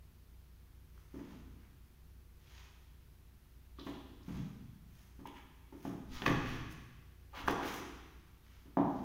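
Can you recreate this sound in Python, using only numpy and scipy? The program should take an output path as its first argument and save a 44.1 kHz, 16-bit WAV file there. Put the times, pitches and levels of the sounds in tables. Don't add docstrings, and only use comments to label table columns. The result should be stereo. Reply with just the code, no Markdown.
import sys
import numpy as np
from scipy import signal
from scipy.fft import rfft, irfft, next_fast_len
from scipy.io import wavfile

SR = 44100
rng = np.random.default_rng(int(sys.argv[2]) if len(sys.argv) > 2 else 0)


def to_wav(sig):
    pcm = np.clip(np.atleast_2d(sig), -1, 1) * 32767
    pcm = np.round(pcm).astype(np.int16)
    wavfile.write(sys.argv[1], SR, pcm.T)


N = 398663

# start in seconds, thud level in dB, thud pitch in Hz,
# hardness in dB (how much louder the heel's knock is than the thud).
FOOTSTEPS = [ (1.141, -52, 283, -14.5), (1.186, -53.5, 260, -10.5), (1.305, -57, 227, -13),
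             (3.787, -57, 285, -7.5), (3.865, -49.5, 273, -6), (4.281, -46.5, 203, -14.5),
             (4.344, -46.5, 156, -20), (4.376, -48, 187, -23), (5.190, -58.5, 247, -11),
             (5.257, -60, 270, -2.5), (5.725, -56.5, 296, -11), (5.851, -45, 249, -12),
             (5.902, -49.5, 238, -14.5), (6.219, -49, 225, -1), (6.260, -47.5, 300, 6.5),
             (6.273, -38, 286, -21), (6.279, -39, 162, -8), (7.375, -60, 264, -10), (7.439, -56, 228, -5.5),
             (7.481, -41, 312, -2), (7.628, -49.5, 292, -0.5), (7.777, -53.5, 327, -15.5),
             (8.656, -64, 258, -9.5)]
# frequency in Hz, level in dB.
SOLE_TONE = [(300, -14), (1000, -4.5), (1850, 2.5), (2150, -3), (2600, -3), (3300, -4.5), (4500, -12.5),
             (6300, -14), (7800, -29), (11000, -30), (15000, -30.5)]
# loudest moment in
# seconds, # time to swell (and again to fade) in seconds, level in dB, middle frequency in Hz.
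SLIDES = [(1.28, 0.14, -62.5, 1600), (1.63, 0.046, -73, 1300), (2.56, 0.12, -57, 2800),
          (4.36, .093, -58, 2760), (5.37, 0.027, -61, 1874), (6.157, 0.047, -50, 3780),
          (6.51, 0.071, -48.5, 1900), (7.387, 0.039, -49, 2150), (7.68, 0.067, -46.5, 1910),
          (8.53, 0.099, -65, 2340), (8.98, 0.18, -61.5, 3950)]


def amp(db):
    return 10 ** (np.asarray(db) / 20)


def look_up(table, hz):
    row_hz, values = np.transpose(table)
    return np.interp(np.log(hz + 1), np.log(row_hz), values)


def unit_power(x):
    return x / np.sqrt(np.mean(x ** 2) + 1e-20)


def at_level(x, db):
    return amp(db) * x * np.sqrt(SR / 10 / (np.sum(x ** 2) + 1e-20))


def add(mix, start, sound):
    part = mix[max(round(start * SR), 0):][:len(sound)]
    part += sound[:len(part)]


def freqs(size):
    return np.fft.rfftfreq(size, 1 / SR)


def colour(x, tone):
    return irfft(rfft(x) * amp(look_up(tone, freqs(x.shape[-1]))), x.shape[-1])


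def tap_response(tone, size=4096):
    log_gain = np.log(amp(look_up(tone, abs(np.fft.fftfreq(size, 1 / SR)))))
    return np.fft.ifft(np.exp(np.conj(signal.hilbert(log_gain)))).real[:size // 2]


def wander(size, hz):
    smoothing = np.exp(-(freqs(size) / hz) ** 2)
    return unit_power(irfft(rfft(rng.standard_normal(size)) * smoothing, size))


def stroke(rise, fall):
    t = np.arange(SR) / SR - .5
    return np.exp(-(t / np.where(t < 0, rise, fall)) ** 2)


def short_note(hz, swell):
    t = np.arange(SR // 6) / SR
    return np.sin(2 * np.pi * hz * t) * t / swell * np.exp(-t / swell)


def even_out(burst, lead, amount=0.71):
    spectrum = rfft(np.pad(burst, (round(lead * SR), 0)))
    return irfft(spectrum / (abs(spectrum) + 1e-12) ** amount)


def surrounding_noise(size):
    # frequency in Hz, how alike the sides are (1 the same, 0 unrelated, below 0 opposed).
    likeness = [(30, 1), (130, 0.96), (260, 0.86), (500, -0.47), (900, 0.26), (2000, -0.23), (16000, 1)]
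    left, other = rfft(rng.standard_normal((2, size)))
    alike = np.clip(look_up(likeness, freqs(size)), -1, 1)
    right = alike * left + np.sqrt(1 - alike ** 2) * other
    return irfft([left, right], size)


def background(air_db=-61.5, waver_db=2, drift_cycles=0.14):
    # frequency in Hz, relative level in dB.
    air_tone = [(15, -5.5), (35, 0), (62, 3.5), (100, -9.5), (130, -5), (230, -13.5), (400, -18),
                (650, -23.5), (2000, -25), (6300, -34), (7700, -38), (11000, -34.5), (15000, -32),
                (16000, -37)]
    # pitch in Hz, level in dB.
    hum_notes = [(60, -61.5), (89, -67), (150, -77.5), (359, -83), (399, -89.5), (478, -89)]
    t, size = np.arange(N) / SR, next_fast_len(N)
    air = colour(surrounding_noise(size), air_tone)[:, :N]
    swell_db = waver_db * wander(size, hz=3)[:N]
    drift = drift_cycles * wander(size, hz=3)[:N]
    hum = sum(amp(db + swell_db) * np.sin(2 * np.pi * (hz * t + drift + rng.random()))
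              for hz, db in hum_notes)
    return amp(air_db) * unit_power(air) + np.sqrt(2) * hum


def clothes_rustle(slide_offset_db=-6.5, step_offset_db=-10.5, clump_db=3.5):
    # loudest moment in seconds, swell and fade time in seconds, level in dB.
    sleeve_flaps = [(1.0, .07, -69.5), (3.88, 0.053, -62), (5.0, 0.11, -62), (5.273, 0.0024, -64.5),
                    (5.855, 0.073, -59.5), (6.498, .003, -70), (6.719, 0.015, -56.5), (7.482, .003, -51.5),
                    (7.51, 0.0046, -53.5), (7.673, 0.024, -49.5), (7.75, .055, -48)]
    # frequency in Hz, level in dB.
    cloth_tone = [(300, -5), (1500, 5), (4000, 3), (6300, 8.5), (7800, -0.5), (10500, 1.5), (13000, -3),
                  (15000, -3.5), (16000, -2)]
    power = np.zeros(N)
    for peak, length, db in sleeve_flaps:
        add(power, peak - .5, at_level(stroke(length, length), db) ** 2)
    for peak, length, db, _ in SLIDES:
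        add(power, peak - .5, at_level(stroke(length, length), db + slide_offset_db) ** 2)
    for start, thud_db, _, hardness in FOOTSTEPS:
        jerk_db = thud_db + step_offset_db + .6 * hardness
        add(power, start - .5, at_level(stroke(rise=0.02, fall=0.06), jerk_db) ** 2)
    size = next_fast_len(N)
    clumps = rng.standard_normal(size) * amp(clump_db * wander(size, hz=300))
    creases = colour(clumps, cloth_tone)[:N]
    return unit_power(creases) * np.sqrt(power)


def wood_knocks():
    # start in seconds, level in dB, pitch in Hz,
    # swell time in seconds, overtone level in dB compared with the main note.
    knocks = [(0.978, -81, 1350, 0.00061, -13), (3.786, -69.5, 1170, 0.0014, -19),
              (3.867, -65, 1098, 0.0041, -21), (5.255, -58.5, 925, .0018, -25),
              (5.724, -73, 888, 0.002, -22), (5.852, -58, 800, 0.0011, -22),
              (6.2204, -56.5, 1320, .0002, -2.5), (6.262, -45, 1130, .002, -5),
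              (7.477, -48.5, 1605, 0.0011, -27), (7.4823, -41, 1017, 0.00055, -18)]
    # multiple of the pitch, extra level in dB.
    overtones = [(1.64, -9.5), (2.24, 1)]
    out = np.zeros(N)
    for start, db, hz, swell, overtones_db in knocks:
        add(out, start, at_level(short_note(hz, swell), db))
        for multiple, extra_db in overtones:
            add(out, start, at_level(short_note(hz * multiple, swell), db + overtones_db + extra_db))
    return out


def floor_ring(blows, ring_db=-66):
    # pitch in Hz, relative level in dB, seconds to fade by 60 dB.
    floor_notes = [(117.3, 10, 1.4), (147.2, -4, 0.97), (175.4, 2.5, 1.3), (180, -5, 1.2),
                   (243.6, -1.5, 0.44), (281, 10, 0.62), (307.8, 8, 0.54), (348.6, 15, 0.28)]
    t = np.arange(SR) / SR
    ringing = sum(amp(db - 60 * t / fade) * np.sin(2 * np.pi * hz * t) for hz, db, fade in floor_notes)
    return amp(ring_db) * signal.fftconvolve(blows, ringing)[:N]


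def footfalls(thud_cycles=0.48, heel_grit=0.22, grit_spread_db=3, lead_s=.02):
    # frequency in Hz, level in dB.
    heel_tone = [(150, -23.5), (330, -12), (500, -3), (700, -10.5), (950, -8), (1220, -11), (1500, -13),
                 (2200, -25), (5000, -42), (16000, -99)]
    out, t = np.zeros(N), np.arange(SR // 6) / SR
    heel, sole = tap_response(heel_tone), tap_response(SOLE_TONE)
    for start, thud_db, hz, hardness in FOOTSTEPS:
        add(out, start, at_level(short_note(hz, thud_cycles / hz), thud_db))
        roll_s = .004 * np.exp(-hardness / 17)
        slap_db = thud_db + 0.5 + 1.67 * hardness
        heel_noise, sole_noise, lumps = rng.standard_normal((3, len(t)))
        contact = (t / roll_s * np.exp(-t / roll_s)) ** 2 * amp(grit_spread_db * lumps)
        strike = heel_grit * heel_noise * contact / np.linalg.norm(contact)
        add(strike, min(roll_s, .004), np.array([.15]))
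        knock = signal.fftconvolve(even_out(strike, lead_s), heel)
        slap = signal.fftconvolve(even_out(sole_noise * contact, lead_s), sole)
        add(out, start - lead_s, at_level(knock, thud_db + hardness))
        add(out, start - lead_s, at_level(slap, slap_db))
    return out


def rub(speed, hz, octaves, catch_db=3, low_cut_hz=650, high_cut_hz=6900):
    slips = rng.standard_normal(SR) * amp(catch_db * wander(SR, hz=130)) * speed
    f = freqs(SR)
    band = np.exp(-.5 * (np.log2((f + 1) / hz) / octaves) ** 2)
    edge_cut = np.sqrt(1 + (low_cut_hz / (f + 1)) ** 4 + (f / high_cut_hz) ** 20)
    return irfft(rfft(slips) * band / edge_cut, SR)


def slides(typical_s=0.078, typical_octaves=1.6):
    out = np.zeros(N)
    for peak, length, db, hz in SLIDES:
        octaves = typical_octaves * (length / typical_s) ** 0.78
        add(out, peak - .5, at_level(rub(stroke(length, length), hz, octaves), db))
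    return out


def squeaks(rise_share=0.18):
    # loudest moment in seconds, fade time in seconds, level in dB, pitch in Hz.
    grips = [(3.795, 0.0093, -57, 3950), (3.811, 0.17, -57, 3580), (4.232, .0044, -73, 6000),
             (5.271, .02, -63, 2800), (6.264, 0.0061, -47, 4460), (7.4813, 0.0013, -52.5, 4800),
             (7.511, 0.0017, -58, 4960)]
    out = np.zeros(N)
    for peak, fall, db, hz in grips:
        squeak = rub(stroke(rise_share * fall, fall), hz, octaves=0.38)
        add(out, peak - .5, at_level(squeak, db))
    return out


def draughts(rumble_top_hz=100):
    # strongest moment in seconds, rise time in seconds, fall time in seconds, level in dB.
    gusts = [(6.158, .075, 0.031, -48), (6.319, 0.073, 0.32, -41.5), (7.428, 0.036, 0.11, -49.5)]
    out = np.zeros(N)
    for peak, rise, fall, db in gusts:
        add(out, peak - .5, at_level(wander(SR, rumble_top_hz) * stroke(rise, fall), db))
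    return out


def whooshes(top_hz=1170, resting_share=.6, spread_hz=520, follow_through=1.45):
    # moment of top speed in seconds, time to speed up in seconds, level in dB.
    swings = [(6.17, 0.069, -57), (7.340, 0.00835, -56), (7.383, .026, -52.5), (7.59, 0.04, -45)]
    out = np.zeros(N)
    for peak, rise, db in swings:
        speed = stroke(rise, fall=follow_through * rise)
        pitch_hz = top_hz * (resting_share + (1 - resting_share) * speed)
        phase = 2 * np.pi * np.cumsum(pitch_hz) / SR
        swirls = wander(SR, spread_hz) * np.cos(phase) + wander(SR, spread_hz) * np.sin(phase)
        add(out, peak - .5, at_level(swirls * speed, db))
    return out


def stick_set_down(contact_s=0.00022, settle_s=0.00186, scrape_offset_db=-28, scrape_s=0.018):
    # start in seconds, level in dB.
    landings = [(8.7699, -31.5)]
    # frequency in Hz, level in dB.
    butt_tone = [(60, -51), (130, -9), (195, 0), (290, 6), (360, -1.5), (480, -7.5), (650, -2.5),
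                 (900, -4.5), (1150, -4.5), (1450, -15), (2200, -12.5), (4000, -39), (9000, -58)]
    out, t = np.zeros(N), np.arange(SR // 8) / SR
    first_touch = 0.31 * np.exp(-((t - 3 * contact_s) / contact_s) ** 2)
    full_weight = np.exp(-((t - settle_s) / contact_s) ** 2)
    blow = signal.fftconvolve(tap_response(butt_tone), first_touch + full_weight)
    for start, db in landings:
        grit = rng.standard_normal(len(t)) * t * np.exp(-t / scrape_s)
        scrape = signal.fftconvolve(tap_response(SOLE_TONE), grit)
        add(out, start, at_level(blow, db))
        add(out, start, at_level(scrape, db + scrape_offset_db))
    return out


def room(sound, near, build_s=0.0044):
    # frequency in Hz, seconds to fade by 60 dB.
    fade_times = [(100, 1.85), (250, 1.17), (600, 1.0), (1200, 1.22), (2500, 1.4), (5000, 1.24),
                  (8000, 0.87), (15000, 1)]
    # frequency in Hz, level in dB.
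    reflected_tone = [(100, 3.5), (200, 1.5), (305, 1.5), (400, 5), (540, 2.5), (1000, 2.5), (3300, -1.5),
                      (4500, -9.5), (6300, -8), (8500, -13), (15000, -12)]
    # delay in seconds, relative level in dB.
    wall_echoes = [(.0055, -17.5), (0.0157, -26), (0.0159, -9), (.0235, -57), (0.045, -45)]
    # frequency in Hz, level in dB.
    left_tone = [(100, -11.5), (1000, -4), (3000, -3.5), (6500, -24.5), (9000, -9), (15000, 4)]
    right_tone = [(100, -13.5), (1000, -7.5), (3000, -8.5), (6500, -5.5), (9000, -15), (15000, -23)]
    t = np.arange(SR * 3 // 2) / SR
    hz, when, bands = signal.stft(surrounding_noise(len(t)), SR, nperseg=512)
    fade_s = look_up(fade_times, hz)[:, None]
    equal_energy = np.sqrt(2 * np.log(1000) / (fade_s * SR))
    bands = bands * amp(-60 * when / fade_s) * equal_energy
    build_up = 1 - np.exp(-(t / build_s) ** 2)
    tail = signal.istft(bands, SR, nperseg=512)[1][:, :len(t)] * build_up
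    for delay, db in wall_echoes:
        for side in tail:
            add(side, delay + rng.uniform(0, 0.00037), amp([db]))
    reflected = signal.fftconvolve(colour(sound, reflected_tone)[None], tail, axes=1)[:, :len(sound)]
    direct = np.array([colour(sound + near, left_tone), colour(sound + near, right_tone)])
    return reflected + direct


def scene(near_knock_db=4):
    wood = wood_knocks()
    blows = footfalls() + wood + stick_set_down()
    action = blows + whooshes() + slides() + squeaks() + clothes_rustle()
    end_silence = (0, next_fast_len(N + SR // 4) - N)
    near_knocks = np.pad(amp(near_knock_db) * wood, end_silence)
    in_room = room(np.pad(action, end_silence), near_knocks)[:, :N]
    return in_room + floor_ring(blows) + draughts() + background()


def record(dry):
    treble_cut = signal.firwin(511, 15800, window=("kaiser", 9), fs=SR)
    return signal.oaconvolve(dry, treble_cut[None], "same")


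dry = scene()
out = record(dry)
to_wav(out)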